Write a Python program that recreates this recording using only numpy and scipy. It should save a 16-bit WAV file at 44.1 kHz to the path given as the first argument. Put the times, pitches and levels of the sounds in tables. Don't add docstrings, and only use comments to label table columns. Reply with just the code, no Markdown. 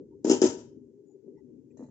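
import sys
import numpy as np
from scipy import signal
from scipy.fft import rfft, irfft, next_fast_len
from scipy.io import wavfile
from scipy.ndimage import uniform_filter1d

SR = 44100
rng = np.random.default_rng(int(sys.argv[2]) if len(sys.argv) > 2 else 0)


def wav_out(sig):
    wavfile.write(sys.argv[1], SR, np.round(np.clip(np.atleast_2d(sig).T, -1, 1) * 32767).astype(np.int16))


N = 83790
STRIKE_SPREAD_DB = 2.5


def from_db(db):
    return 10 ** (np.asarray(db, float) / 20)


def rms_one(x):
    return x / np.sqrt(np.mean(x ** 2) + 1e-20)


def at_hz(points, hz):
    table_hz, values = np.array(points).T
    return np.interp(np.log(np.maximum(hz, 1)), np.log(table_hz), values)


def over_time(times, values):
    return np.interp(np.arange(N) / SR, times, values)


def lean(db):
    return db * np.array([[.5], [-.5]])


def colour(x, spectrum):
    hz = np.fft.rfftfreq(N, 1 / SR)
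    inside = (hz > spectrum[0][0]) & (hz < spectrum[-1][0])
    return rms_one(irfft(rfft(x) * from_db(at_hz(spectrum, hz)) * inside, N))


def band_pass(x, order, low_hz, high_hz):
    sos = signal.butter(order, [low_hz, high_hz], "band", fs=SR, output="sos")
    return signal.sosfilt(sos, x)


def drift(rate_hz):
    r = np.exp(-80 * np.pi * rate_hz / SR)
    noise = rng.standard_normal(N // 40 + 2002)
    slow = signal.lfilter([1], [1, -2 * r, r * r], noise)[2000:]
    return np.interp(np.arange(N) / 40, np.arange(len(slow)), rms_one(slow))


def ring(clicks, hz, t60):
    r, w = from_db(-60 / (t60 * SR)), 2 * np.pi * hz / SR
    return signal.lfilter([0, np.sin(w)], [1, -2 * r * np.cos(w), r * r], clicks)


def strike(s, db, modes):
    out = np.zeros(N)
    for k, (hz, level_db, t60) in enumerate(modes):
        clicks = np.full(N, 1e-18)
        clicks[(s * SR).astype(int)] = from_db(db[:, k] + level_db)
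        out += ring(clicks, hz, t60)
    return out


def sing(grains, modes):
    return rms_one(sum(from_db(db) * rms_one(ring(grains, hz, t60)) for hz, db, t60 in modes))


def octaves_off(modes, favoured_hz, most):
    mode_hz = np.array(modes)[:, 0]
    return np.minimum(np.abs(np.log2(mode_hz / favoured_hz[:, None])), most)


SHAKE_ATTACK_S = 0.0059


def dying(s, db, t60):
    t = np.maximum(np.arange(N) / SR - np.asarray(s)[:, None], 0)
    fall = from_db(2 * (db[:, None] - 60 * t / t60))
    rise = 1 - np.exp(-t / SHAKE_ATTACK_S)
    return np.sqrt((fall * rise).sum(axis=0))


# (time [s], level [dB], left minus right [dB])
HUM_LEVEL = [(0, -41, 2.5), (.055, -48, 1), (0.079, -53.5, 4), (0.219, -52, 7), (.62, -52.5, 1),
             (.75, -51, 5), (0.849, -55, 7.5), (0.999, -55, 6), (1.12, -62.5, 14.5), (1.165, -51.5, 7),
             (1.22, -64.5, 18), (1.28, -46, 9), (1.35, -50, 2.5), (1.419, -60, 15), (1.501, -52.5, 7.5),
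             (1.591, -53, 11), (1.66, -55.5, 7), (1.759, -56, 15), (1.9, -56.5, 4)]
# (pitch [Hz], level [dB per Hz])
HUM_COLOUR = [(100, -34.5), (170, -9.5), (189, -17), (248, 2), (279, -4), (312, 0.5), (349, -7.5),
              (393, 0.5), (690, -38.5), (1000, -44), (1300, -63), (2200, -120)]
HUM_LUMPS_DB, HUM_LUMPS_HZ = 2.4, 19
HUM_LIKENESS = 0.8


def hum():
    left, other = [colour(w, HUM_COLOUR) for w in rng.standard_normal((2, N))]
    right = HUM_LIKENESS * left + np.sqrt(1 - HUM_LIKENESS ** 2) * other
    both = np.array([left, right])
    out, together = 0, drift(HUM_LUMPS_HZ)
    edges = 80 * 2 ** np.arange(0, 4.6, .5)
    for low, high in zip(edges, edges[1:]):
        sos = signal.butter(2, [low, high], "band", fs=SR, output="sos")
        band = signal.sosfiltfilt(sos, both, padtype="even", padlen=SR // 10)
        lumps = 0.23 * together + drift(HUM_LUMPS_HZ / 2)
        out = out + band * from_db(HUM_LUMPS_DB * lumps)
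    s, db, lean_db = np.transpose(HUM_LEVEL)
    return rms_one(out) * from_db(over_time(s, db) + lean(over_time(s, lean_db)))


# (pitch [Hz], level [dB per Hz])
RUMBLE_COLOUR = [(12, -53), (38, -26.5), (59, -20), (77, -8.5), (155, 0), (180, -16), (230, -31.5),
                 (400, -120)]
# (time [s], level [dB])
RUMBLE_SWELL = [(.3, 5), (.8, 3.5), (1.12, -7.5), (1.349, -0.5), (1.9, 8.5)]
RUMBLE_BASE_DB = -66.5


def rumble():
    a, b = [colour(w, RUMBLE_COLOUR) for w in rng.standard_normal((2, N))]
    swell_db = over_time(*np.transpose(RUMBLE_SWELL)) + 2.5 * drift(2.2)
    sides = np.array([1.2 * a, 0.73 * a + .3 * b])
    return from_db(RUMBLE_BASE_DB + swell_db) * sides


# (pitch [Hz], level [dB per Hz])
HISS_COLOUR = [(530, -20.5), (900, -1.5), (1260, -25.5), (1400, -12), (1670, -15.5), (4010, -20.5),
               (6650, -10.5), (8400, -18.5), (10900, -62)]
HISS_DB = -82.5


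def hiss():
    return from_db(HISS_DB) * np.array([colour(w, HISS_COLOUR) for w in rng.standard_normal((2, N))])


# (time [s], length [s], pitch [Hz], level before the swell [dB rms], left minus right [dB])
BLIPS = [(0.109, 0.049, 915, -74, -9), (1.052, 0.11, 6900, -81.5, 12), (1.082, 0.061, 736, -77, 6.5),
         (1.26, 0.026, 509.4, -62, 7.5), (1.365, 0.048, 900, -75, -7), (1.347, 0.072, 1980, -87, 13.5),
         (1.366, 0.044, 5500, -89, 5), (1.582, .02, 2400, -91, 6.5), (1.701, 0.037, 7420, -87, -7.5),
         (1.704, 0.016, 2500, -82, 10), (1.701, 0.031, 1980, -88, 3.5)]
BLIP_HALF_WIDTH_HZ = 70.0


def blips():
    out, t = np.zeros((2, N)), np.arange(N) / SR
    for s, length, hz, db, lean_db in BLIPS:
        noise = band_pass(rng.standard_normal(N), 2, hz - BLIP_HALF_WIDTH_HZ, hz + BLIP_HALF_WIDTH_HZ)
        swell = np.sin(np.pi * np.clip((t - s) / length, 0, 1))
        out += rms_one(noise) * swell * from_db(db + lean(lean_db))
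    return out


# (time [s], thud strength [dB], favoured thud pitch [Hz], rattle strength [dB],
#              rim ping strength [dB])
KNOCKS = [(0.2452, -12.5, 315, -40.5, -46.5), (.268, -17, 388, -42, -58.5),
          (.277, -15.5, 384, -41.5, -53.5), (0.2968, -7.5, 335.6, -30.5, -30),
          (0.313, -11.5, 352, -33, -27.5), (.328, -13.5, 385.6, -49, -46.5),
          (0.343, -22.5, 269.4, -56.5, -58.5), (0.4167, -7.5, 401, -29, -31),
          (0.4381, -4.5, 342.4, -35, -41), (.447, -14, 370, -34.5, -55.5), (.455, -18.5, 319.6, -41.5, -52),
          (0.472, -26, 394, -44, -38), (0.501, -32.5, 275.2, -60.5, -60), (0.543, -36, 315, -64, -84.5),
          (.582, -36.5, 332, -54, -90)]
# (pitch [Hz], level [dB], time to fall 60 dB [s])
PAN_MODES = [(158, -15, 0.3), (252.8, -0.5, 0.26), (315.3, 0, 0.12), (377.7, 2.5, 0.1), (447, -8, 0.12),
             (559.6, -11, .1), (617.6, -11, 0.29), (810.8, -8.5, .3), (928, -3.5, 0.19)]
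# (pitch [Hz], level [dB], time to fall 60 dB [s])
RIM_MODES = [(1328, -12, .08), (2180, -22.5, .08), (2782, -15.5, 0.19), (3075, -12, 0.2), (3440, -18, 0.12),
             (4374, -17.5, 0.082), (5165, -3.5, 0.061), (5570, -6.5, 0.09), (6090, -3, 0.061),
             (6180, -6, .06), (6660, -13.5, 0.12), (6950, 2.5, 0.05), (7230, -8.5, 0.08)]
# (pitch [Hz], level [dB per Hz])
RATTLE_COLOUR = [(500, -11), (763, -18.5), (977, -6.5), (1130, -26), (1340, -16.5), (2200, -28),
                 (3060, -22.5), (4200, -28.5), (5300, -20.5), (6880, -12.5), (7800, -18.5), (8300, -45.5)]
THUD_DB, PAN_FAVOUR_DB_PER_OCT, THUD_DELAY_S = -6, 25, 0.0013
THUD_LOW_HZ, THUD_HIGH_HZ = 218, 697
RATTLE_PER_S, RATTLE_T60_S = 2800, 0.24
RIM_SINGS_DB = -9.5
STOVE_DB, STOVE_T60_S = -16, 0.42


def lid():
    s, thud_db, thud_hz, rattle_db, ping_db = np.transpose(KNOCKS)
    favour_db = -PAN_FAVOUR_DB_PER_OCT * octaves_off(PAN_MODES, thud_hz, .6)
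    luck_db = STRIKE_SPREAD_DB * rng.standard_normal(favour_db.shape)
    thud = strike(s + THUD_DELAY_S, thud_db[:, None] + THUD_DB + favour_db + luck_db, PAN_MODES)
    thud = band_pass(thud, 3, THUD_LOW_HZ, THUD_HIGH_HZ)
    shake = dying(s, rattle_db, RATTLE_T60_S)
    stove = dying(s, rattle_db, STOVE_T60_S) * from_db(STOVE_DB)
    stove = stove * colour(rng.standard_normal(N), RUMBLE_COLOUR)
    out = []
    for _ in range(2):
        grains = rng.standard_normal(N) * (rng.random(N) < RATTLE_PER_S / SR)
        rattle = colour(grains, RATTLE_COLOUR) + from_db(RIM_SINGS_DB) * sing(grains, RIM_MODES)
        ping_luck_db = STRIKE_SPREAD_DB * rng.standard_normal((len(s), len(RIM_MODES)))
        ping = strike(s, ping_db[:, None] + ping_luck_db, RIM_MODES)
        out.append(thud + stove + ping + shake * rattle)
    return out


# (time [s], thud strength [dB], favoured thud pitch [Hz], glass strength [dB],
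#                       favoured glass pitch [Hz])
JAR_CONTACTS = [(1.771, -50.5, 600, -66, 6380), (1.794, -37.5, 266, -83.5, 5530),
                (1.806, -41, 465, -70.5, 6000), (1.816, -46.5, 464, -77.5, 1930),
                (1.825, -35, 246, -70.5, 7030), (1.832, -46, 304.8, -70.5, 4050),
                (1.842, -45.5, 633, -90, 2420), (1.862, -48.5, 394, -76, 6830),
                (1.886, -47.5, 300, -76, 7650)]
# (pitch [Hz], level [dB], time to fall 60 dB [s])
BASE_MODES = [(249.8, 2.5, 0.1), (322.8, -0.5, .09), (392, -1, .07), (482, 1.5, .06), (610, -1.5, 0.055),
              (866, -3.5, 0.13), (920, -17, 0.066), (1150, -14, 0.083)]
# (pitch [Hz], level [dB], time to fall 60 dB [s])
GLASS_MODES = [(1810, 1.5, 0.15), (1953, -1, .06), (2410, -7.5, .05), (2790, -7.5, .04), (4050, -5, 0.11),
               (4460, -8, 0.054), (5400, -8, 0.048), (6040, -6.5, .04), (6410, 3.5, .04), (7080, 1, .05),
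               (7160, -7.5, 0.043)]
JAR_THUD_DB, BASE_FAVOUR_DB_PER_OCT, GLASS_FAVOUR_DB_PER_OCT = -3.5, 22, 30
JAR_SOFT_HZ = 1250
SMEAR_PEAK_S = 0.00205
DRAG_DB, DRAG_T60_S = -3, 0.26
DRAG_DAMPS = .3


def jar():
    s, thud_db, thud_hz, glass_db, glass_hz = np.transpose(JAR_CONTACTS)
    favour_db = -BASE_FAVOUR_DB_PER_OCT * octaves_off(BASE_MODES, thud_hz, 1)
    luck_db = STRIKE_SPREAD_DB * rng.standard_normal(favour_db.shape)
    thud = strike(s, thud_db[:, None] + JAR_THUD_DB + favour_db + luck_db, BASE_MODES)
    thud = band_pass(thud, 4, THUD_LOW_HZ, JAR_SOFT_HZ)
    favour_db = -GLASS_FAVOUR_DB_PER_OCT * octaves_off(GLASS_MODES, glass_hz, .5)
    luck_db = STRIKE_SPREAD_DB * rng.standard_normal(favour_db.shape)
    glass = strike(s, glass_db[:, None] + favour_db + luck_db, GLASS_MODES)
    drag = dying(s, glass_db + DRAG_DB, DRAG_T60_S)
    damped_modes = np.multiply(GLASS_MODES, [1, 1, DRAG_DAMPS])
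    t = np.arange(800) / SR
    out = []
    for _ in range(2):
        smear = rng.standard_normal(len(t)) * t * np.exp(-t / SMEAR_PEAK_S)
        smear = smear / np.sqrt((smear ** 2).sum())
        ringing = signal.fftconvolve(glass, smear)[:N]
        out.append(thud + ringing + drag * sing(rng.standard_normal(N), damped_modes))
    return out


ROOM_T60_S, ROOM_DB = 0.46, -13
WALL_CUT_HZ = 6800


def kitchen(x):
    size = next_fast_len(N + SR)
    hz = np.fft.rfftfreq(size, 1 / SR)
    out = np.zeros((2, len(hz)), complex)
    for k, lag in enumerate(rng.uniform(0.0071, .035, 20)):
        fade = from_db(-60 * lag / ROOM_T60_S)
        dull = 1 / (1 + 1j * hz / WALL_CUT_HZ * lag / 0.035)
        loop = fade * dull * np.exp(-2j * np.pi * hz * lag)
        out[k % 2] += loop / (1 - loop) * (-1) ** (k // 2)
    return irfft(out / np.sqrt(10) * rfft(x, size), size)[:, :N]


# (pitch [Hz], left minus right [dB])
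LEFT_LOUDER = [(100, 3.5), (500, 6.5), (1000, -0.2), (2500, -2.5), (5000, 10), (8000, 5)]
# (pitch [Hz], likeness [0-1])
LIKENESS = [(300, 0.96), (700, 0.85), (1200, 0), (8000, 0)]
LEFT_LEAD_S = 0.00017


def microphones(x, other):
    size = next_fast_len(N + SR // 4)
    hz = np.fft.rfftfreq(size, 1 / SR)
    alike = np.clip(at_hz(LIKENESS, hz), 0, 1)
    tilt = from_db(at_hz(LEFT_LOUDER, hz) / 2)
    a, b = rfft(x, size), rfft(other, size)
    right = (alike * a + np.sqrt(1 - alike ** 2) * b) / tilt
    right = right * np.exp(-2j * np.pi * hz * LEFT_LEAD_S)
    return irfft([a * tilt, right], size)[:, :N]


def scene():
    background = hum() + rumble() + hiss() + blips()
    near = np.add(lid(), jar())
    return microphones(*(near + from_db(ROOM_DB) * kitchen(near))) + background


GATE_FROM_HZ = 620
GATE_DB, GATE_FLOOR_DB = 0, -6


def suppress(x):
    hz, _, z = signal.stft(x, SR, nperseg=1024, noverlap=768)
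    power = uniform_filter1d(np.abs(z) ** 2, size=3, axis=1)
    power = uniform_filter1d(power, size=3, axis=2) + 1e-30
    usual = uniform_filter1d(np.median(power, axis=2, keepdims=True), size=9, axis=1)
    gain = np.maximum(1 - from_db(2 * GATE_DB) * usual / power, from_db(GATE_FLOOR_DB))
    gain[:, hz < GATE_FROM_HZ] = 1
    return signal.istft(z * gain, SR, nperseg=1024, noverlap=768)[1][:, :N]


SELF_NOISE_DB = -101.0
TOP_CUT_HZ = 8900


def record(dry):
    sos = signal.cheby2(10, 44, TOP_CUT_HZ, fs=SR, output="sos")
    cut = signal.sosfilt(sos, suppress(dry))
    return cut + from_db(SELF_NOISE_DB) * rng.standard_normal(dry.shape)


dry = scene()
out = record(dry)
wav_out(out)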